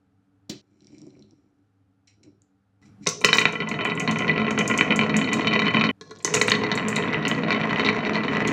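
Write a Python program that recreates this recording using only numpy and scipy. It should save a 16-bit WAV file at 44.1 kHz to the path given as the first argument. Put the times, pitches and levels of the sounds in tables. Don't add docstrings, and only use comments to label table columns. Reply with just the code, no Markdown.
import sys
import numpy as np
from scipy import signal
from scipy.fft import rfft, irfft
from scipy.io import wavfile

SR = 44100
rng = np.random.default_rng(int(sys.argv[2]) if len(sys.argv) > 2 else 0)


def voltage_ratio(decibels):
    exponent = np.asarray(decibels, float) / 20
    return 10 ** exponent


def unload_audio(sound):
    columns = np.transpose(np.atleast_2d(sound))
    steps = np.round(np.clip(columns, -1, 1) * 32767)
    wavfile.write(sys.argv[1], SR, steps.astype(np.int16))


N = 375732

SCENE_CHANGES_S = [
    .615,
    2.815,
    5.914,
]
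AIR_LEVELS_DB = [-67, -68, -58, -61]
# freq_hz, level_db_per_hz
AIR_SPECTRUM = [(15, -32.5), (25, -56), (86, -3.5), (237, -12.5), (291, 3.5), (340, -48.5), (418, -12.5),
                (615, -24), (776, -17), (979, -27), (1340, -21), (1920, -31), (12000, -50), (15600, -84),
                (22000, -120)]
# freq_hz, level_db
HUM_LINES = [(102.3, -68), (193.8, -74), (285.3, -75)]
# freq_hz, level_db_per_hz
SLAP_SPECTRUM = [(500, -6.5), (985, -21), (1500, -13), (4200, 2), (6420, -3), (12000, -29)]
# start_s, peak_db, pitch_hz, sharp_edge_db
TRUCK_TICKS = [(0.4972, -31, 4740, 9), (0.4997, -31.5, 3760, -8), (0.8062, -54, 4100, -15),
               (0.821, -60, 5400, -12), (0.877, -58, 2400, -25), (0.905, -64, 4100, -25),
               (0.989, -55, 6500, -15), (1.171, -65, 4100, -21), (0.846, -59, 5600, -13),
               (0.87, -50, 5800, -7), (0.949, -59, 2240, -11), (0.9827, -51, 5450, -14),
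               (1.017, -46, 7100, -13), (1.0675, -53, 7010, -10), (1.1049, -56, 4050, -18),
               (1.1523, -57, 2200, -18), (1.1937, -60.5, 5600, -15), (1.224, -52, 4200, -15),
               (1.3094, -56, 5350, -7), (2.0738, -57, 4540, -10), (2.236, -52, 6600, -17),
               (2.4194, -56.5, 6900, -16)]
# freq_hz, width_hz, level_db
TABLE_MODES = [(101, 10, -19.5), (147, 41, 0.5), (207.2, 9.5, -3.5), (295, 43, 5), (379, 27, -1.5),
               (495, 270, 1)]
# freq_hz, width_hz, level_db
SHELL_MODES = [(2300, 290, 3.3), (3410, 880, 3.6), (4120, 350, 4), (5000, 900, 8.1), (5560, 330, 6.2),
               (7000, 700, 7)]
# peak_s, level_db, rise_db_per_s, fall_db_per_s
TABLE_RUMBLES = [
    (.4965, -29, 3006, 255),
    (1.05, -43.5, 67, 54),
    (2.286, -47.5, 189, 200.5),
    (2.862, -49, 600, 142),
    (3.018, -39, 701, 393),
]
# peak_s, level_db, rise_db_per_s, fall_db_per_s
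PLASTIC_RUSTLES = [(.497, -47, 8990, 478), (.95, -65.5, 69, 44), (2.073, -54, 9000, 360),
                   (2.232, -55, 9003, 550), (2.862, -61.5, 150, 327), (3.04, -50.5, 898, 906)]
# freq_hz, t60_s, level_db
ROOM_DECAY = [(203, 1, -5.5), (671, 0.39, 7), (2040, 0.22, 7), (5200, 0.44, -4), (7200, 0.25, -1),
              (11100, 0.15, -8), (16500, 0.11, 5.5)]
# freq_hz, level_db, t60_s
BOARD_MODES = [(118.5, -17.5, 0.68), (160.1, -5, 0.24), (217, 0.5, 0.24), (269.8, -3.5, 0.18),
               (318, -4.5, 0.066), (420.5, -2.5, 0.09), (477, -6, 0.073), (676, 1, 0.026),
               (894, -14.5, 0.027), (1081, 5.5, 0.051), (1337, -4.5, 0.085), (1430, -0.5, 0.041),
               (1780, -15.5, 0.03), (1982, 4, 0.073), (2126, 0.5, 0.027), (2385, 1.5, 0.02),
               (2462, -1, 0.028), (2757, -10.5, 0.028), (3019, -7, 0.052), (3180, -14.5, 0.011),
               (3812, -7.5, 0.039), (4276, -9, 0.028), (5160, -19, 0.0083), (5800, -21.5, 0.019),
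               (6600, -24, 0.013), (7370, -32, 0.02), (8800, -35, 0.013)]
# start_s, full_rumble_db, full_rattle_db, full_hiss_db, gather_s
ROLLING_SPELLS = [
    (3.059, -35.5, -46, -61, 0.17),
    (3.241, -25, -27, -54, 0.49),
    (6.01, -51.5, -62, -49, 0.017),
    (6.238, -27.5, -25, -50, 0.029),
]
# rumble_db, rattle_db, hiss_db
REST_DB = (-17.5, -15.5, -7.5)
# rumble_db_per_s, rattle_db_per_s, hiss_db_per_s
SLOPE_DB_PER_S = (-0.5, 2, 5)
# start_s, peak_db, low_modes_db, upper_modes_db, top_modes_db
TUBE_TAPS = [(2.825, -45.5, -17.5, -15.5, -17), (3.214, -30, -0.5, 0, -7), (6.0943, -49, -30, -19, 1),
             (6.111, -32, -4, -31, -11), (6.171, -54, -36, -23, 10), (6.204, -38.5, -17, -7, -15)]
# start_s, peak_db, low_modes_db, upper_modes_db, top_modes_db
BOARD_DROPS = [(3.0696, -6.5, -10.5, -14, -8.5), (3.24, -10.5, -14, -6, -19),
               (3.246, -0.5, -14, -5.5, -12.5), (3.287, -4, -14, -4, -16), (3.3298, -1, -21, -2, -9.5),
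               (3.3839, -1, -18.5, -3, -11.5), (3.4142, -9, -7.5, 1.5, -12),
               (3.4543, -1, -17.5, -4.5, -14.5), (6.012, -35.5, -5, -27, -1), (6.248, -9, -12, -13, -14),
               (6.2772, -12.5, -12, -25, -18), (6.3404, -3, -12, -38, -20), (6.3517, -3.5, -16.5, -19, -11),
               (6.414, 3, -23, -14.5, -15), (6.4818, -4, -10.5, -6, -12), (6.5063, -3.5, -38, -11, -24.5),
               (6.518, -2, -15, -4, -5.5)]
# start_s, peak_db,
# top_modes_db
EXTRA_TOUCHES = [(3.4015, -12, -16), (3.4833, -17, -13), (3.801, -18.5, -29), (4.3312, -16, -25),
                 (4.591, -5, -27.5), (6.3676, -6.5, -21), (6.539, -8, -22), (6.5515, -12, -5),
                 (6.5582, -16, -22), (6.9505, -18, -16), (7.0415, -24, -16), (7.5181, -9.5, -14),
                 (7.5271, -9, -10.5), (7.8054, -10, -17.5), (7.817, -14, -20), (7.8825, -14, -22),
                 (7.9014, -15, -25), (8.0707, -15, -12.5), (8.147, -18, -9), (8.2524, -20, -16),
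                 (8.488, -15, -14), (3.0641, -14.5, -22), (3.3248, -21, -26), (3.3442, -14, -20),
                 (3.3555, -9, -22), (3.427, -16, -20)]
# start_s, peak_db, top_modes_db
HIGH_KNOCKS = [(3.531, -19.5, -26), (3.554, -16.5, -30), (3.603, -15.5, -20.5), (3.6723, -22, -25),
               (3.7137, -16.5, -23), (3.7898, -18.5, -28), (3.8091, -17, -18), (3.836, -24, -25),
               (3.852, -14, -28), (3.887, -22, -27), (3.9756, -18.5, -43), (4.0023, -15.5, -32),
               (4.076, -12, -12.5), (4.1586, -17, -29), (4.2046, -13, -46), (4.2797, -12.5, -19),
               (4.295, -9.5, -33), (4.313, -22, -12), (4.36, -17.5, -28), (4.3787, -12.5, -23),
               (4.4666, -16.5, -23), (4.507, -12.5, -25), (4.577, -11, -24), (4.6083, -9.5, -37),
               (4.6995, -11, -39), (4.7127, -9.5, -40)]
# start_s, peak_db, top_modes_db
LOW_KNOCKS = [(4.787, -11, -28), (4.81, -7, -24), (4.906, -8.5, -22), (4.9223, -11, -22),
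              (4.9915, -8, -22.5), (5.0118, -10, -23), (5.0344, -15.5, -21), (5.095, -18, -12),
              (5.142, -15, -29), (5.1885, -15.5, -20), (5.214, -13, -20.5), (5.2745, -22, -23),
              (5.3154, -22, -21), (5.328, -13, -19), (5.369, -27, -19), (5.3927, -16.5, -24),
              (5.447, -18, -21), (5.471, -8.5, -12.5), (5.51, -21, -17), (5.5284, -11, -21.5),
              (5.553, -11.5, -20.5), (5.5922, -13, -10), (5.681, -11, -15), (5.769, -11.5, -21),
              (5.8112, -11, -16), (5.8898, -13.5, -29)]
# start_s, peak_db, top_modes_db
NEAR_KNOCKS = [(6.6366, -12, -14), (6.716, -11.5, -8.5), (6.7755, -13, -13.5), (6.827, -19.5, -23),
               (6.928, -14, -31), (6.9637, -12, -9.5), (7.1297, -19, -13.5), (7.144, -10, -25),
               (7.252, -8.5, -19), (7.3138, -8, -33), (7.4348, -12, -24), (7.4831, -13.5, -21.5),
               (7.506, -7.5, -15.5), (7.5467, -10, -19), (7.598, -31, -19), (7.6135, -11.5, -21),
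               (7.6345, -11, -25.5), (7.6951, -16, -18), (7.7593, -11.5, -23), (7.796, -7.5, -15.5),
               (7.8482, -10, -10.5), (7.8882, -7.5, -15), (7.989, -18, -18), (8.1549, -15.5, -11.5),
               (8.2815, -12.5, -21), (8.3339, -22, -11), (8.4513, -13.5, -23)]
# start_s, peak_db, top_modes_db
HIGH_LIGHT = [(3.491, -20, -10), (3.6215, -15, -31), (3.6922, -26.5, -8), (3.7414, -16, -21),
              (3.807, -33, -17), (3.8162, -20, -16), (3.8624, -17, -29), (3.8725, -15, -27),
              (3.8985, -15.5, -12), (3.9127, -18, -36), (3.9186, -13, -33), (4.0209, -18, -33),
              (4.0913, -9, -36), (4.1126, -16.5, -23), (4.1911, -15, -27), (4.2214, -12, -29),
              (4.2454, -14, -36), (4.3978, -12.5, -24), (4.4174, -16, -20.5), (4.4459, -16, -25),
              (4.4797, -12, -29), (4.6563, -18, -29), (4.6814, -21.5, -25), (4.7387, -10.5, -26)]
# start_s, peak_db, top_modes_db
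LOW_LIGHT = [(4.878, -19.5, -22), (5.1044, -31, -28), (5.117, -25, -32), (5.151, -23, -28),
             (5.1615, -11.5, -23), (5.243, -18, -10.5), (5.2884, -16, -16), (5.3366, -19.5, -6),
             (5.4083, -14, -18), (5.4277, -22, -10), (5.5348, -10.5, -7), (5.5607, -21, -19),
             (5.5613, -7, -22), (5.6191, -11, -11), (5.6461, -18, -17), (5.6569, -12.5, -15),
             (5.667, -11.5, -15), (5.705, -20, -18), (5.7394, -15, -23), (5.7453, -9, -16),
             (5.7614, -16, -13.5), (5.7696, -12.5, -25), (5.7944, -15, -14), (5.8391, -8.5, -12),
             (5.8495, -14.5, -10), (5.867, -20, -7)]
# start_s, peak_db, top_modes_db
NEAR_LIGHT = [(6.6104, -33.5, -7), (6.6479, -18, -18), (6.6662, -14, -14), (6.7396, -17.5, -16),
              (6.7965, -12, -28), (6.8781, -18, -21), (6.9788, -12, -23), (6.9858, -12, -23),
              (7.0244, -13.5, -19), (7.0377, -15, -21), (7.0835, -18, -26), (7.212, -24, -29),
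              (7.2264, -17.5, -17), (7.2701, -8, -36), (7.2851, -20.5, -16), (7.3488, -18, -25.5),
              (7.3796, -30, -31), (7.3962, -22, -28), (7.5641, -11.5, -22), (7.7077, -7.5, -21),
              (7.7725, -15, -18), (7.8636, -6.5, -13.5), (8.0052, -19, -17), (8.0315, -20, -25),
              (8.0504, -12.5, -15), (8.1339, -15, -11), (8.1742, -10, -21), (8.206, -18, -30),
              (8.235, -13, -14), (8.3589, -12.5, -20), (8.4147, -20, -19), (8.4793, -13.5, -17)]
# high_db, low_db, near_db
KNOCK_UPPER_DB = (-5.5, -3.5, -9.5)
# start_s, peak_db, pitch_hz, sharp_edge_db
GLASS_CLICKS = [(3.057, -29, 5200, -39), (3.0703, -6, 6050, -41.5), (3.0897, -4.5, 6240, -39),
                (3.2155, -31, 8760, -44), (3.0723, -2, 5850, -39.5), (3.247, -0.5, 5400, -39),
                (3.251, -4, 6600, -33), (3.3297, -18, 7040, -25), (3.34, -7, 5400, -29),
                (3.351, -14, 7050, -26), (3.371, -11, 5950, -22), (3.3926, -12, 6600, -39),
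                (3.4054, -19, 7200, -21), (3.525, -25.5, 6600, -56), (3.689, -19.5, 6500, -38),
                (3.8482, -23.5, 7100, -41), (3.953, -30, 7440, -43), (3.9983, -13.5, 6640, -37),
                (4.1117, -17, 6530, -39), (4.1871, -16.5, 6370, -44), (4.5078, -19, 6400, -49),
                (4.5886, -12, 6600, -43), (4.6776, -9, 6740, -39), (4.777, -8, 6600, -37),
                (4.9605, -13.5, 6970, -41), (4.967, -21, 6600, -38), (3.2085, -25, 6780, -50),
                (5.167, -8.5, 6900, -49), (5.3326, -9.5, 6860, -41.5),
                (6.011, -28.5, 5800, -54), (6.109, -31.5, 6040, -45), (6.1877, -37, 7000, -55),
                     (6.226, -34, 7500, -40.5), (6.2471, -0.5, 6380, -44), (6.339, -7, 6600, -51.5),
                     (6.3439, -0.5, 6540, -35), (6.3501, -7, 7000, -47.5), (6.362, -12, 6600, -43),
                     (6.398, -20, 8150, -32), (6.417, -5, 6550, -34), (6.477, -16.5, 8150, -39),
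                     (6.4982, -10, 6500, -37), (6.754, -18.5, 7180, -38), (6.8843, -10.5, 7230, -36),
                     (6.96, -12, 7200, -46), (7.281, -11.5, 6750, -26.5), (8.4754, -13, 6700, -32)]
# freq_hz, level_db, t60_s
TUBE_MODES = [(438, 2, 0.089), (1082, -8, 0.11), (1700, -8, 0.072), (2350, -16, .05), (3340, -10, .05),
              (4170, -2.5, .05)]
# start_s, peak_db
TUBE_NUDGES = [(6.011, -38.5), (6.094, -52), (6.112, -39), (6.17, -55), (6.2018, -46), (6.222, -51)]

EDGE_HZ = 15300
NEAR_S = SCENE_CHANGES_S[-1]


def rms_one(x):
    return x / np.sqrt(np.mean(x ** 2) + 1e-20)


def parts(x):
    return np.split(x, (np.array(SCENE_CHANGES_S) * SR).astype(int))


def at_hz(hz_points, values, hz):
    return np.interp(np.log(hz), np.log(hz_points), values)


def cut(x, kind, hz, order):
    sos = signal.butter(order, hz, kind, fs=SR, output="sos")
    return np.concatenate([signal.sosfilt(sos, p) for p in parts(x)])


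def band_pass(x, low_hz, high_hz):
    return signal.sosfilt(signal.butter(2, [low_hz, high_hz], "band", fs=SR, output="sos"), x)


def shaped_noise(length, spectrum):
    hz = np.maximum(np.fft.rfftfreq(length, 1 / SR), 1)
    gain = voltage_ratio(at_hz(*np.transpose(spectrum), hz))
    return rms_one(irfft(rfft(rng.standard_normal(length)) * gain, length))


def ring(clicks, hz, t60_s, near=1.0):
    w = 2 * np.pi * hz / SR
    pieces = parts(clicks)
    t60s = [t60_s] * (len(pieces) - 1) + [t60_s * near]
    out = []
    for piece, decay_s in zip(pieces, t60s):
        r = voltage_ratio(-60 / (decay_s * SR))
        out.append(signal.lfilter([0, np.sin(w)], [1, -2 * r * np.cos(w), r * r], piece + 1e-18))
    return np.concatenate(out)


def train(seconds, heights):
    out = np.zeros(N)
    np.add.at(out, (np.asarray(seconds) * SR).astype(int), heights)
    return out


def grit(per_s, spread_db):
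    sizes = voltage_ratio(spread_db * np.minimum(rng.exponential(1, N), 4)) * rng.choice([-1, 1], N)
    return rms_one(sizes * (rng.random(N) < per_s / SR))


def burst(hz, t60_s, peak_db):
    t = np.arange(int(t60_s * SR) + 8) / SR
    swell = np.sin(np.pi / 2 * np.minimum(t * hz, 1)) ** 2
    return voltage_ratio(peak_db - 60 * t / t60_s) * np.sin(2 * np.pi * hz * t) * swell


def add(out, s, sound):
    i = int(s * SR)
    out[i:i + len(sound)] += sound[:N - i]


def drift(per_s):
    steps = rng.standard_normal(int(N / SR * per_s) + 2)
    return np.interp(np.arange(N) / SR * per_s, np.arange(len(steps)), steps)


def swells(rows):
    t = np.arange(N) / SR
    part = np.searchsorted(SCENE_CHANGES_S, t)
    total = np.zeros(N)
    for s, db, rise, fall in rows:
        below_db = np.where(t < s, rise * (s - t), fall * (t - s))
        total += voltage_ratio(db - below_db) * (part == np.searchsorted(SCENE_CHANGES_S, s))
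    return total


def air():
    both = shaped_noise(N, AIR_SPECTRUM)
    white = rng.standard_normal(N)
    for hz, db in HUM_LINES:
        steady = np.sin(2 * np.pi * hz * np.arange(N) / SR)
        unsteady = rms_one(ring(white, hz, 0.48))
        both += voltage_ratio(db + 68.5) * rms_one(steady + 0.38 * unsteady)
    return np.concatenate([voltage_ratio(db) * p for db, p in zip(AIR_LEVELS_DB, parts(both))])


def slap():
    level_db, t60_s, rise_s = -30, 0.081, 0.0027
    t = np.arange(SR // 8) / SR
    noise = shaped_noise(len(t), SLAP_SPECTRUM)
    return noise * voltage_ratio(level_db - 60 * t / t60_s) * np.minimum(t / rise_s, 1)


def table_top():
    low = grit(1100, 6.3)
    modes = np.zeros(N)
    for k, (hz, width_hz, db) in enumerate(TABLE_MODES):
        modes += voltage_ratio(db) * ring(low, hz, 2.94 / width_hz) * (-1) ** k
    table = swells(TABLE_RUMBLES) * rms_one(modes)
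    thump = 2 * cut(table, "low", 230, order=4)
    table = np.where(np.arange(N) > SCENE_CHANGES_S[1] * SR, thump, table)
    return cut(cut(table, "high", 81, order=2), "low", 1500, order=4)


def truck_shell():
    rustle = voltage_ratio(-21.5) * swells(PLASTIC_RUSTLES) * grit(4000, 5.2)
    s, peak_db, tick_hz, sharp_db = np.transpose(TRUCK_TICKS)
    luck = rng.standard_normal((len(s), len(SHELL_MODES)))
    shell = np.zeros(N)
    for k, (hz, width_hz, db) in enumerate(SHELL_MODES):
        favour_db = -22.0 * np.abs(np.log2(hz / tick_hz)) + 2.7 * luck[:, k]
        ticks = train(s, voltage_ratio(peak_db + favour_db + 3.0))
        mode = ring(ticks + rustle, hz, np.log(1000) / np.pi / width_hz * 1.15)
        shell += voltage_ratio(db) * band_pass(mode, hz / 1.4, hz * 1.46)
    for at, db in zip(s, peak_db + sharp_db):
        add(shell, at, burst(7100, 0.009, db - 10.5))
    shell = cut(shell, "low", 8200, order=4)
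    add(shell, s[0], burst(EDGE_HZ, .002, peak_db[0] - 9))
    for hz, db in [(1400, -6.0), (2600, -1.5), (10500, -16.5)]:
        add(shell, s[0], burst(hz, 0.0061, peak_db[0] + db))
    add(shell, s[0] - .003, slap()[:int((SCENE_CHANGES_S[0] - s[0]) * SR)])
    return shell


def room(x):
    t = np.arange(SR // 2) / SR
    echo = np.zeros(len(t))
    hz_points, t60s, levels_db = np.transpose(ROOM_DECAY)
    edges = np.geomspace(80, 16500, num=17)
    for low, high in zip(edges, edges[1:]):
        hz = np.sqrt(low * high)
        band = band_pass(rng.standard_normal(len(t)), low, high)
        echo += band * voltage_ratio(at_hz(hz_points, levels_db, hz) - 60 * t / at_hz(hz_points, t60s, hz))
    echo *= np.clip(t / 0.00035 - .5, 0, 1) / np.sqrt(len(t)) * voltage_ratio(6.5)
    return np.concatenate([signal.fftconvolve(p, echo)[:len(p)] for p in parts(x)])


def rolling_gains():
    over_leg_db, leave_leg_s = -9.5, 0.4
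    t = np.arange(N) / SR
    spells = np.array(ROLLING_SPELLS)
    current = np.maximum(np.searchsorted(spells[:, 0], t) - 1, 0)
    start, *full_db, gather_s = spells[current].T
    age = np.maximum(t - start, 0)
    on = (t > start) & ~((t > NEAR_S) & (start < NEAR_S))
    gains = []
    for db, rest, creep in zip(full_db, REST_DB, SLOPE_DB_PER_S):
        gains.append(on * voltage_ratio(db + rest * np.exp(-age / gather_s) + creep * (age - 1.5)))
    return gains, voltage_ratio(over_leg_db * np.exp(-age / leave_leg_s))


def blows():
    knock_db, knock_top_db, rebound_db, touch_upper_db = 4.5, 1, -3.5, -7

    def low_db(db):
        return -16 - 0.3 * db

    rows = BOARD_DROPS + TUBE_TAPS
    stretches = zip((HIGH_KNOCKS, LOW_KNOCKS, NEAR_KNOCKS), (HIGH_LIGHT, LOW_LIGHT, NEAR_LIGHT), KNOCK_UPPER_DB)
    for knocks, light, upper_db in stretches:
        for s, db, top in knocks + [(s, db + rebound_db, top) for s, db, top in light]:
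            db = db + knock_db
            rows = rows + [(s, db, low_db(db), upper_db, top + knock_top_db)]
    rows = rows + [(s, db, low_db(db), touch_upper_db, top) for s, db, top in EXTRA_TOUCHES]
    return np.transpose(rows)


def board():
    top_modes_hz = 5000
    leg_edges_hz, leg_share = (200, 350, 500, 900), (0, 1, -.5, .5, 0)
    (rumble, rattle, hiss), span = rolling_gains()
    held = [span ** share for share in leg_share]
    s, peak_db, low_db, upper_db, top_db = blows()
    luck = rng.standard_normal((len(s), len(BOARD_MODES) + 5))
    glancing = np.clip(-peak_db / 4.04, .1, 1)
    skids_s = s[:, None] + np.cumsum(.0028 * voltage_ratio(3.0 * luck[:, :3]), axis=1)
    grits = [grit(1500, 5.5), grit(1000, 5.8), grit(1000, 6.4)]
    bumps = grit(60, 2.83)
    near = (np.arange(N) > NEAR_S * SR).astype(int)
    late_db = 2.5 * np.maximum(np.arange(N) / SR - 6.8, 0)
    closeness = [voltage_ratio(0.5 * near), voltage_ratio(-1.5 * near), voltage_ratio(late_db), 1, voltage_ratio(np.take((-2.5, 0.5), near))]
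    mid_db = -10.0 - 1.8 * (s > NEAR_S)
    weights_db = [low_db - 0.5, mid_db, upper_db + 2.5, top_db + 12.5]
    out = np.zeros(N)
    for k, (hz, level_db, t60_s) in enumerate(BOARD_MODES):
        family = np.searchsorted([1500, 2280, 3300], hz)
        blow = voltage_ratio(peak_db + weights_db[family] + 2.3 * luck[:, k])
        knocks = train(s, blow * np.sign(luck[:, k + 1]) * (1 - 0.43 * glancing))
        skids = 0.24 * (blow * glancing)[:, None] * luck[:, k + 2:k + 5]
        knocks += train(skids_s.ravel(), skids.ravel())
        if hz < 700:
            speed, wander_db, grain, marks = voltage_ratio(-24.0) * rumble, 1.5, .8, 0
        elif hz < top_modes_hz:
            speed, wander_db, grain, marks = voltage_ratio(-27.0) * rattle, 1.8, .4, .35
        else:
            speed, wander_db, grain, marks = voltage_ratio(4.5) * hiss, 1.8, .4, .8
        wander = voltage_ratio(wander_db * drift(9))
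        rolling = speed * wander * (grain * grits[k % 3] + marks * bumps)
        drive = knocks + rolling * closeness[np.searchsorted([200, 250, 700, 2200], hz)]
        drive = drive * held[np.searchsorted(leg_edges_hz, hz)]
        mode = ring(drive, hz, t60_s * 0.92, 0.65 if hz > 700 else 1.0)
        out += voltage_ratio(level_db) * cut(mode, "low", 0.84 * hz + 150, order=2)
    dent_db = peak_db - 4.0 - 8.1 * glancing + 4 * (s > NEAR_S)
    for at, db, hz in zip(s, dent_db, 2300 * voltage_ratio(1.94 * luck[:, 0])):
        add(out, at, burst(hz, 0.011, db))
    bare = rattle * voltage_ratio(np.take((-14, -5.5), near)) * (grits[1] + 1.05 * bumps)
    out += 1.35 * cut(cut(bare, "low", 2460, order=6), "high", 1100, order=2)
    return cut(cut(out, "low", 7330, order=4), "high", 145, order=2)


def marbles():
    echo_span_s, echo_db, echo_loss_db_per_s = .009, -6, 803
    out = np.zeros(N)
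    for s, db, hz, edge_db in GLASS_CLICKS:
        click = burst(hz, 0.0027, db + 1.5)
        add(out, s, click)
        add(out, s, burst(EDGE_HZ, .003, db + edge_db + 6.5))
        for lag_s in rng.uniform(.06, 1, 6) * echo_span_s:
            add(out, s + lag_s, click * voltage_ratio(echo_db - echo_loss_db_per_s * lag_s))
    return cut(out, "high", 1700, order=2)


def tube():
    s, db = np.transpose(TUBE_NUDGES)
    t = np.arange(N) / SR
    slide = voltage_ratio(-80.5) * grit(2000, 3.6) * ((t > s[0]) & (t < ROLLING_SPELLS[-1][0]))
    luck = rng.standard_normal((len(s), len(TUBE_MODES)))
    rings = np.zeros(N)
    for k, (hz, level_db, t60_s) in enumerate(TUBE_MODES):
        nudges = train(s, voltage_ratio(db + 2.1 * luck[:, k]))
        rings += voltage_ratio(level_db) * ring(nudges + slide, hz, t60_s)
    return cut(rings, "low", 5200, order=4)


def scene():
    table, shell = table_top(), truck_shell()
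    wood, glass = board() + tube(), marbles()
    wet = room(voltage_ratio(-5) * wood + voltage_ratio(3.5) * glass + voltage_ratio(1.5) * shell)
    *earlier, last = parts(wet)
    fades = [np.minimum(np.arange(len(p))[::-1] / (.002 * SR), 1) for p in earlier]
    fades = np.concatenate(fades + [np.ones_like(last)])
    beamed = cut(glass, "low", 9500, order=2)
    return ((wood + beamed + table + shell + wet) * fades + air())[None]


def band_limit(x):
    return signal.sosfilt(signal.butter(12, 16820, fs=SR, output="sos"), x)


def record(dry):
    port_db, ceiling, band_top_hz = 4, 1.15, 16500
    x = cut(dry[0], "high", 40, order=2)
    port = signal.sosfilt(signal.butter(1, [14300, 16200], "band", fs=SR, output="sos"), x)
    x = 0.87 * (x + voltage_ratio(port_db) * port)
    x = x / (1 + (x / ceiling) ** 4) ** 0.25
    x = cut(x, "low", band_top_hz, order=8)
    return band_limit(x[None])


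dry = scene()
out = record(dry)
unload_audio(out)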